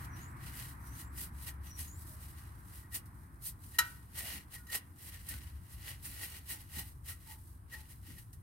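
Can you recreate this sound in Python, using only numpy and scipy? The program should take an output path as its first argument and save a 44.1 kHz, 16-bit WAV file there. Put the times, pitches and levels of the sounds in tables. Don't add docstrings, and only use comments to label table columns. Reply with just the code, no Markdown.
import sys
import numpy as np
from scipy import signal
from scipy.fft import rfft, irfft, next_fast_len
from scipy.io import wavfile
from scipy.ndimage import uniform_filter1d, map_coordinates

SR = 44100
rng = np.random.default_rng(int(sys.argv[2]) if len(sys.argv) > 2 else 0)


def unload_audio(sound):
    columns = np.transpose(np.atleast_2d(sound))
    steps = np.round(np.clip(columns, -1, 1) * 32767)
    wavfile.write(sys.argv[1], SR, steps.astype(np.int16))


N = 371322

# frequency_hz, relative density_db (per Hz)
SWISH_COLOUR = [(500, -38), (2000, -18), (5000, -8), (7300, -9), (8400, -1), (11000, 0), (13000, -1),
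                (15800, -5.5)]
# frequency_hz, relative density_db (per Hz)
RUB_COLOUR = [(120, -31.5), (300, -2.5), (450, -7), (680, -4), (1000, -3), (1600, 1), (1950, 4), (2350, -1),
              (2900, 4), (3550, -3.5), (4050, 0), (5500, -4.5), (7500, -8), (15000, -37.5)]
# frequency_hz, coherence (-1 to 1)
CLOSE_LIKENESS = [(290, .9), (640, 0.32), (1400, 0.13), (3100, 0.16), (7000, 0.024), (15000, 0.087)]
# frequency_hz, coherence (-1 to 1)
WIDE_LIKENESS = [(130, .95), (290, 0.94), (640, 0.095), (1400, -0.45), (3000, 0.98), (7000, -0.75)]


def amp(db):
    return 10 ** (np.asarray(db) / 20)


def unit(x):
    return x / np.sqrt(np.mean(x ** 2) + 1e-20)


def along(points, hz):
    point_hz, values = np.transpose(points)
    return np.interp(np.log(hz + 1), np.log(point_hz), values)


def curves(rows):
    times, *columns = np.transpose(rows)
    return [np.interp(np.arange(N) / SR, times, column) for column in columns]


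def wobble(rate_hz):
    knots = rng.standard_normal(int(N * rate_hz / SR) + 4)
    return map_coordinates(knots, [np.arange(N) * rate_hz / SR])


def filtered(x, response):
    size = x.shape[-1]
    padded = next_fast_len(size + 8192)
    return irfft(rfft(x, padded) * response(np.fft.rfftfreq(padded, 1 / SR)), padded)[..., :size]


def noise(size=N):
    return rng.standard_normal((2, size))


def stereo(pair, spectrum, likeness):
    def mid_side_gains(hz):
        angle = np.arccos(np.clip(along(likeness, hz), -1, 1)) / 2
        return amp(along(spectrum, hz)) * [np.cos(angle), np.sin(angle)]

    mid, side = filtered(pair, mid_side_gains)
    return unit(np.array([mid + side, mid - side]))


def dying(pair, decay):
    hz, t, bins = signal.stft(pair, SR, nperseg=128)
    faded = bins * amp(-60 * t / along(decay, hz)[:, None])
    return signal.istft(faded, SR, nperseg=128)[1][:, :pair.shape[1]]


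def add(track, start_s, sound):
    part = track[:, max(round(start_s * SR), 0):][:, :sound.shape[-1]]
    part += sound[..., :part.shape[1]]


def wiping(rustle_db=-74, rustle_swing_db=3.5, drop_db=20.5, roundness=1.385):
    # fastest_s, run_up_s, run_out_s, relative swish level_db, pressure_db (rub over swish)
    strokes = [(0.03, 0.096, 0.079, -61, -4), (0.19, 0.085, 0.13, -62.5, -1),
               (0.477, 0.11, 0.063, -55, -1.5), (0.606, 0.124, 0.139, -50, -4),
               (0.878, 0.1, 0.077, -62, -15), (1.002, 0.13, 0.067, -53.0, -8),
               (1.217, 0.067, 0.06, -42, -11), (1.447, 0.14, 0.091, -55.5, -8.5),
               (1.489, 0.041, 0.033, -48.0, -3.5), (1.67, 0.084, 0.127, -61.5, -3),
               (1.804, 0.05, 0.089, -45.5, -9.5), (2.122, 0.43, 0.084, -60.0, -30),
               (2.22, 0.091, 0.246, -59, -7.5), (2.367, 0.056, 0.312, -63, -3.5),
               (2.745, 0.107, 0.146, -59.5, -8), (2.953, 0.033, 0.045, -41.5, -9.5),
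               (3.474, 0.054, 0.056, -45.0, -23), (3.648, 0.058, 0.172, -60.5, -16),
               (3.754, 0.046, 0.053, -60, -3), (3.873, 0.089, 0.19, -57.5, -7),
               (4.196, 0.055, 0.106, -44.5, -5.5), (4.332, 0.18, 0.088, -47.5, 0),
               (4.55, 0.05, 0.048, -52, -2), (4.752, 0.053, 0.041, -40.5, -4),
               (5.072, 0.11, 0.072, -53, -8), (5.142, 0.16, 0.103, -58.5, 0.5),
               (5.316, 0.068, 0.1, -50, -2), (5.416, 0.076, 0.25, -67, 1.5), (5.735, 0.13, 0.062, -59, -6),
               (5.891, 0.14, 0.097, -52.5, -0.5), (6.057, 0.048, 0.11, -49, -7.5),
               (6.238, 0.17, 0.13, -49.0, -3), (6.365, 0.1, 0.068, -54, -0.5),
               (6.517, 0.064, 0.064, -45, -5.5), (6.607, 0.043, 0.056, -57.5, -4),
               (6.792, 0.13, 0.074, -48, -3.5), (6.882, 0.098, 0.045, -59.5, -6),
               (7.089, 0.044, 0.085, -49.5, -5.5), (7.315, 0.15, 0.056, -57.5, -4),
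               (7.737, 0.052, 0.14, -58, 0.5), (7.91, 0.039, 0.074, -60.5, -6),
               (8.08, 0.052, 0.098, -58, -2.5), (8.182, 0.061, 0.076, -59.5, -6.5)]
    t = np.arange(N) / SR
    swish_power = amp(rustle_db + rustle_swing_db * wobble(9)) ** 2
    rub_power = np.zeros(N)
    for s, run_up, run_out, db, pressure_db in strokes:
        span = slice(*np.searchsorted(t, [s - 2 * run_up, s + 2 * run_out]))
        away = np.maximum((s - t[span]) / run_up, (t[span] - s) / run_out)
        speed = amp(db - drop_db * away ** roundness)
        swish_power[span] += speed ** 2
        rub_power[span] += (speed * amp(pressure_db)) ** 2
    return np.sqrt(swish_power), np.sqrt(rub_power)


def fibres(rate_hz, size_db, smooth):
    sizes = amp(size_db * np.minimum(rng.exponential(size=N), 4))
    snaps = (rng.random(N) < rate_hz / SR) * sizes
    return unit(snaps * noise()) + smooth * noise()


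def pan_ring(rattle=0.31):
    # frequency_hz, relative level_db, t60_s
    modes = [(922, -19.5, .16), (970, -18, .15), (1257, -17, .13), (1332, -8, .13), (1469, -18, .3),
             (1517, -22, .36), (1883, 2.5, .085), (2374, -19, .12), (2885, -12, .07), (3982, -3, .065),
             (5085, -9, .06), (5605, -9, .06), (6727, -4, .055), (8560, -11, .05), (9352, -6, .05),
             (11075, -9, .06), (11520, -5, .05), (12402, -5, .05)]
    t = np.arange(SR // 2) / SR
    hz, db, t60 = np.transpose(modes)[:, :, None]
    jitter = unit(uniform_filter1d(rng.standard_normal((len(modes), len(t))), size=300))
    phase = rng.uniform(0, 2 * np.pi, hz.shape) + rattle * jitter
    fade = amp(db - 60 * t / t60) / np.linalg.norm(amp(db))
    turns = 2 * np.pi * hz * t + phase
    return np.array([np.sum(fade * np.sin(turns + side * np.pi / 5), axis=0) for side in (1, -1)])


def rag(swish_db=3.5, rub_db=1.0, ring_db=-10, sing_db=-12, soft_hz=2400, damp_t60=0.034):
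    swish, rub = wiping()
    judder_db = 1.3 * wobble(130) + 1.4 * wobble(35)
    light_grain = stereo(fibres(rate_hz=4000, size_db=3.0, smooth=1.4), SWISH_COLOUR, CLOSE_LIKENESS)
    firm_grain = stereo(fibres(rate_hz=1200, size_db=1.0, smooth=1.0), RUB_COLOUR, CLOSE_LIKENESS)
    light = swish * amp(swish_db + judder_db) * light_grain
    firm = rub * amp(rub_db + judder_db + 0.59 * wobble(70)) * firm_grain
    push = filtered(firm[:1], lambda hz: 1 / (1 + (hz / soft_hz) ** 4))
    damped_steel = pan_ring() * amp(-60 * np.arange(SR // 2) / SR / damp_t60)
    damped_steel /= np.linalg.norm(damped_steel[0])
    drive = amp(ring_db) * push + amp(sing_db) * light[:1]
    return light + firm + signal.fftconvolve(drive, damped_steel, axes=1)[:, :N]


def puffs(events, spectrum, likeness, t60):
    out, t = np.zeros((2, N)), np.arange(SR // 2) / SR
    for s, db, rise in events:
        envelope = amp(db - 60 * t / t60) * (1 - np.exp(-t / rise))
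        add(out, s, envelope * stereo(noise(len(t)), spectrum, likeness))
    return out


def flicks():
    # start_s, relative level_db, rise_s
    releases = [(.80, -60.5, .002), (1.397, -54, .002), (2.943, -39, .0006), (3.055, -55.5, .0018),
                (3.42, -51.5, 0.00093), (5.287, -37.5, 0.00061), (6.026, -51, .0011), (7.08, -40, .007),
                (8.329, -53.5, .001)]
    return puffs(releases, SWISH_COLOUR, CLOSE_LIKENESS, t60=.12)


def catches(rise_cycles=32, t60_cycles=250, waver=1.05, rough_db=1.0):
    # peak_s, relative level_db, mode_hz
    edges = [(1.49, -53, 1884), (2.13, -68, 620), (2.85, -62, 1900), (2.943, -49, 1900), (3.76, -52, 1880),
             (4.21, -47.5, 1884), (4.25, -60, 677), (4.57, -52, 1885), (4.61, -62, 1450),
             (4.705, -48.5, 1864), (4.752, -45.5, 1874), (5.16, -58.5, 1835), (5.30, -52.5, 1840),
             (5.345, -57, 1500), (6.52, -51, 1910), (6.55, -64.5, 855), (6.80, -60, 853),
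             (7.11, -59.5, 1360), (7.315, -58.5, 877), (7.742, -43.5, 1890), (7.79, -64, 864),
             (8.184, -59.5, 1880)]
    out, t = np.zeros((2, N)), np.arange(-SR // 10, SR // 3) / SR
    slips = np.array([waver * wobble(150), rough_db * wobble(200)])
    for s, db, hz in edges:
        cycles = hz * t
        swell = np.where(t < 0, np.exp(-(cycles / rise_cycles) ** 2), amp(-60 * cycles / t60_cycles))
        drift, grip_db = np.roll(slips, -round(s * SR), axis=1)[:, :len(t)]
        add(out, s + t[0], amp(db + grip_db) * swell * np.sin(2 * np.pi * cycles + drift))
    return out


def taps(crack_db=-2, steel_db=2, burst_s=0.012, attack_s=0.0018, buzz_db=-30, buzz_t60=0.32):
    # start_s, relative level_db, relative ring_db
    contacts = [(.045, -53, -12), (3.635, -58.5, -8), (3.785, -24, 10), (4.667, -59.5, 9),
                (4.698, -50.5, 2), (5.286, -55.5, -6.5), (5.432, -56.5, -7.5), (7.732, -54.5, 4),
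                (8.329, -60.5, -0.5)]
    # frequency_hz, relative density_db (per Hz)
    crack_colour = [(300, -51), (650, -31), (950, -11), (1400, 2), (1950, 1), (2300, -5.5), (2950, 10.5),
                    (3500, -3.5), (4100, 2.5), (7000, 2), (12500, 9), (15800, -6.5)]
    # frequency_hz, t60_s
    crack_decay = [(1000, 0.08), (2500, 0.089), (6000, 0.1), (14000, 0.1)]
    out, t = np.zeros((2, N)), np.arange(SR // 2) / SR
    for s, db, ring_db in contacts:
        crack = dying(stereo(noise(len(t)), crack_colour, CLOSE_LIKENESS), crack_decay)
        crack *= 1 + 0.99 * np.exp(-(t / burst_s) ** 4)
        ring = amp(steel_db) * pan_ring() * (1 - np.exp(-t / 0.0031))
        buzz = amp(buzz_db - 60 * t / buzz_t60) * stereo(noise(len(t)), RUB_COLOUR, CLOSE_LIKENESS)
        contact = amp(crack_db) * crack + amp(ring_db) * (ring + buzz)
        add(out, s, amp(db) * (1 - np.exp(-t / attack_s)) * contact)
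    return out


def bumps(bump_db=3):
    # start_s, relative level_db, rise_s
    contacts = [(1.19, -53, 0.015), (2.935, -60, .012), (4.22, -58.5, .012), (4.33, -53, 0.013),
                (4.74, -62, 0.013), (5.3, -55.5, .012), (6.05, -58, .012), (6.51, -58.5, 0.011),
                (6.765, -53, 0.0037), (8.08, -53.5, 0.0074)]
    # frequency_hz, relative density_db (per Hz)
    thud_colour = [(50, -27), (110, -2.5), (170, -1), (300, -5), (420, -19), (1200, -50.5)]
    return amp(bump_db) * puffs(contacts, thud_colour, WIDE_LIKENESS, t60=0.36)


def underbody(x, reach_s=0.011, count=8):
    echoes = np.zeros((2, SR // 10))
    for channel in echoes:
        delays = (rng.uniform(.001, reach_s, count) * SR).astype(int)
        channel[delays] = (-1) ** np.arange(count) / np.sqrt(count)
    return signal.fftconvolve(x, echoes, axes=1)[:, :N]


def garage(x):
    # frequency_hz, t60_s
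    room_decay = [(200, 0.55), (1500, 0.42), (5000, 0.16), (14000, 0.1)]
    tail = dying(noise(SR // 2), room_decay)
    delayed = np.pad(x, ((0, 0), (300, 0)))
    return signal.fftconvolve(delayed, tail / np.linalg.norm(tail[0]), axes=1)[:, :N]


def bird(waver=0.017, drift=0.008, call_db=-3.5, flutter_db=4.5, blur_t60=0.18, fullness=0.24):
    # start_s, length_s, top_hz (before the quaver), relative level_db
    songs = [(.08, 0.23, 8300, -63), (0.811, 0.29, 8130, -64), (1.654, .345, 8000, -60.5)]
    start_hz, low_hz = 6150, 5840
    turn, bend = .2, 1.7
    out = np.zeros((1, N))
    quaver = 1 + waver * wobble(350) + drift * wobble(30)
    for s, length, top_hz, db in songs:
        u = np.linspace(0, 1, round(length * SR))
        sag = np.maximum(1 - u / turn, 0)
        climb = np.maximum((u - turn) / (1 - turn), 0)
        pitch = low_hz + (start_hz - low_hz) * sag + (top_hz - low_hz) * climb ** bend
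        phase = 2 * np.pi * np.cumsum(pitch * quaver[round(s * SR):][:len(u)]) / SR
        envelope = np.abs(np.sin(np.pi * u)) ** fullness
        add(out, s, amp(db + call_db) * envelope * np.sin(phase))
    song = out * amp(flutter_db * wobble(91.4))
    paths = noise(SR // 4) * amp(-60 * np.arange(SR // 4) / SR / blur_t60)
    blurred = signal.fftconvolve(song, paths / np.linalg.norm(paths[0]), axes=1)[:, :N]
    return .5 * song + 1.37 * blurred


def engine(unsteady_db=2.5):
    # time_s, firing_hz, relative fundamental_db, relative octave_db
    firing = [(0, 66.7, -51, -56.5), (.5, 63.1, -64, -53), (.9, 62.17, -58, -59), (1.3, 66.9, -51.5, -68),
              (1.85, 71.53, -50, -67), (2.25, 83.55, -57.5, -76), (2.45, 81.3, -63, -82),
              (3.0, 76, -98.5, -98)]
    hz, first_db, octave_db = curves(firing)
    phase = 2 * np.pi * np.cumsum(hz) / SR + 0.44 * wobble(11)
    note = amp(first_db) * np.sin(phase) + amp(octave_db) * np.sin(2 * phase)
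    return np.sqrt(2) * amp(unsteady_db * wobble(15)) * note


def tilt(pair, left_db=-0.3):
    return pair * amp([[left_db], [-left_db]])


def vehicle(drone_db=-57, tyre_db=-54.0, dull_hz=1900, doubling_s=1.46, drone_fade_share=.6):
    # frequency_hz, relative density_db (per Hz)
    drone_colour = [(80, -48), (135, -3), (180, -3), (220, -7), (320, -8), (400, -19.5), (600, -31),
                    (1200, -54)]
    # frequency_hz, relative density_db (per Hz)
    roar_colour = [(200, -12.5), (500, -16.5), (750, -5), (1000, 3), (1400, 1.5), (1900, -1), (2600, -14.5),
                   (3400, -50), (7000, -75.5)]
    near = 1 / (1 + np.arange(N) / SR / doubling_s)
    drone = amp(drone_db) * near ** drone_fade_share * stereo(noise(), drone_colour, WIDE_LIKENESS)
    roar = stereo(noise(), roar_colour, WIDE_LIKENESS)
    dull = filtered(roar, lambda hz: 1 / (1 + (hz / dull_hz) ** 4))
    tyres = amp(tyre_db + .6 * wobble(4.8)) * near * (near * roar + (1 - near) * dull)
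    return tilt(drone) + tyres


def traffic():
    # time_s, level_db
    uneven_level = [(0, -50), (1, -49), (2.5, -51.5), (3.5, -51.5), (4.4, -53), (4.95, -56), (5.25, -50),
                    (6, -50), (6.45, -54.5), (6.8, -51), (7.8, -53.5), (8.42, -51)]
    # frequency_hz, relative density_db (per Hz)
    rumble_colour = [(15, -25), (30, -23), (48, -10.5), (68, -0.5), (82, -2.5), (100, -4.5), (130, -11),
                     (180, -23), (400, -69.5)]
    return tilt(amp(curves(uneven_level)[0]) * stereo(noise(), rumble_colour, WIDE_LIKENESS))


def hiss(level_db=-70.5):
    # frequency_hz, relative density_db (per Hz)
    hiss_colour = [(300, 9.5), (2500, -4.5), (7500, -16.5), (8600, 8.5), (15800, -3.5)]
    return amp(level_db) * stereo(noise(), hiss_colour, WIDE_LIKENESS)


def scene(room_db=-17, close_db=-9):
    cloth = rag() + flicks()
    work = cloth + amp(close_db) * underbody(cloth) + catches() + taps() + bumps()
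    street = vehicle() + engine() + traffic() + hiss()
    return work + amp(room_db) * garage(work) + bird() + street


def record(dry, top_hz=15850):
    # frequency_hz, left minus right level_db
    balance = [(200, 2), (400, -0.5), (700, -7), (1300, -1), (2400, 3.5), (4400, 0), (8000, 2),
               (15000, -4.5)]
    halves = np.array([[.5], [-.5]])
    return filtered(dry, lambda hz: amp(along(balance, hz) * halves) * (hz < top_hz))


dry = scene()
out = record(dry)
unload_audio(out)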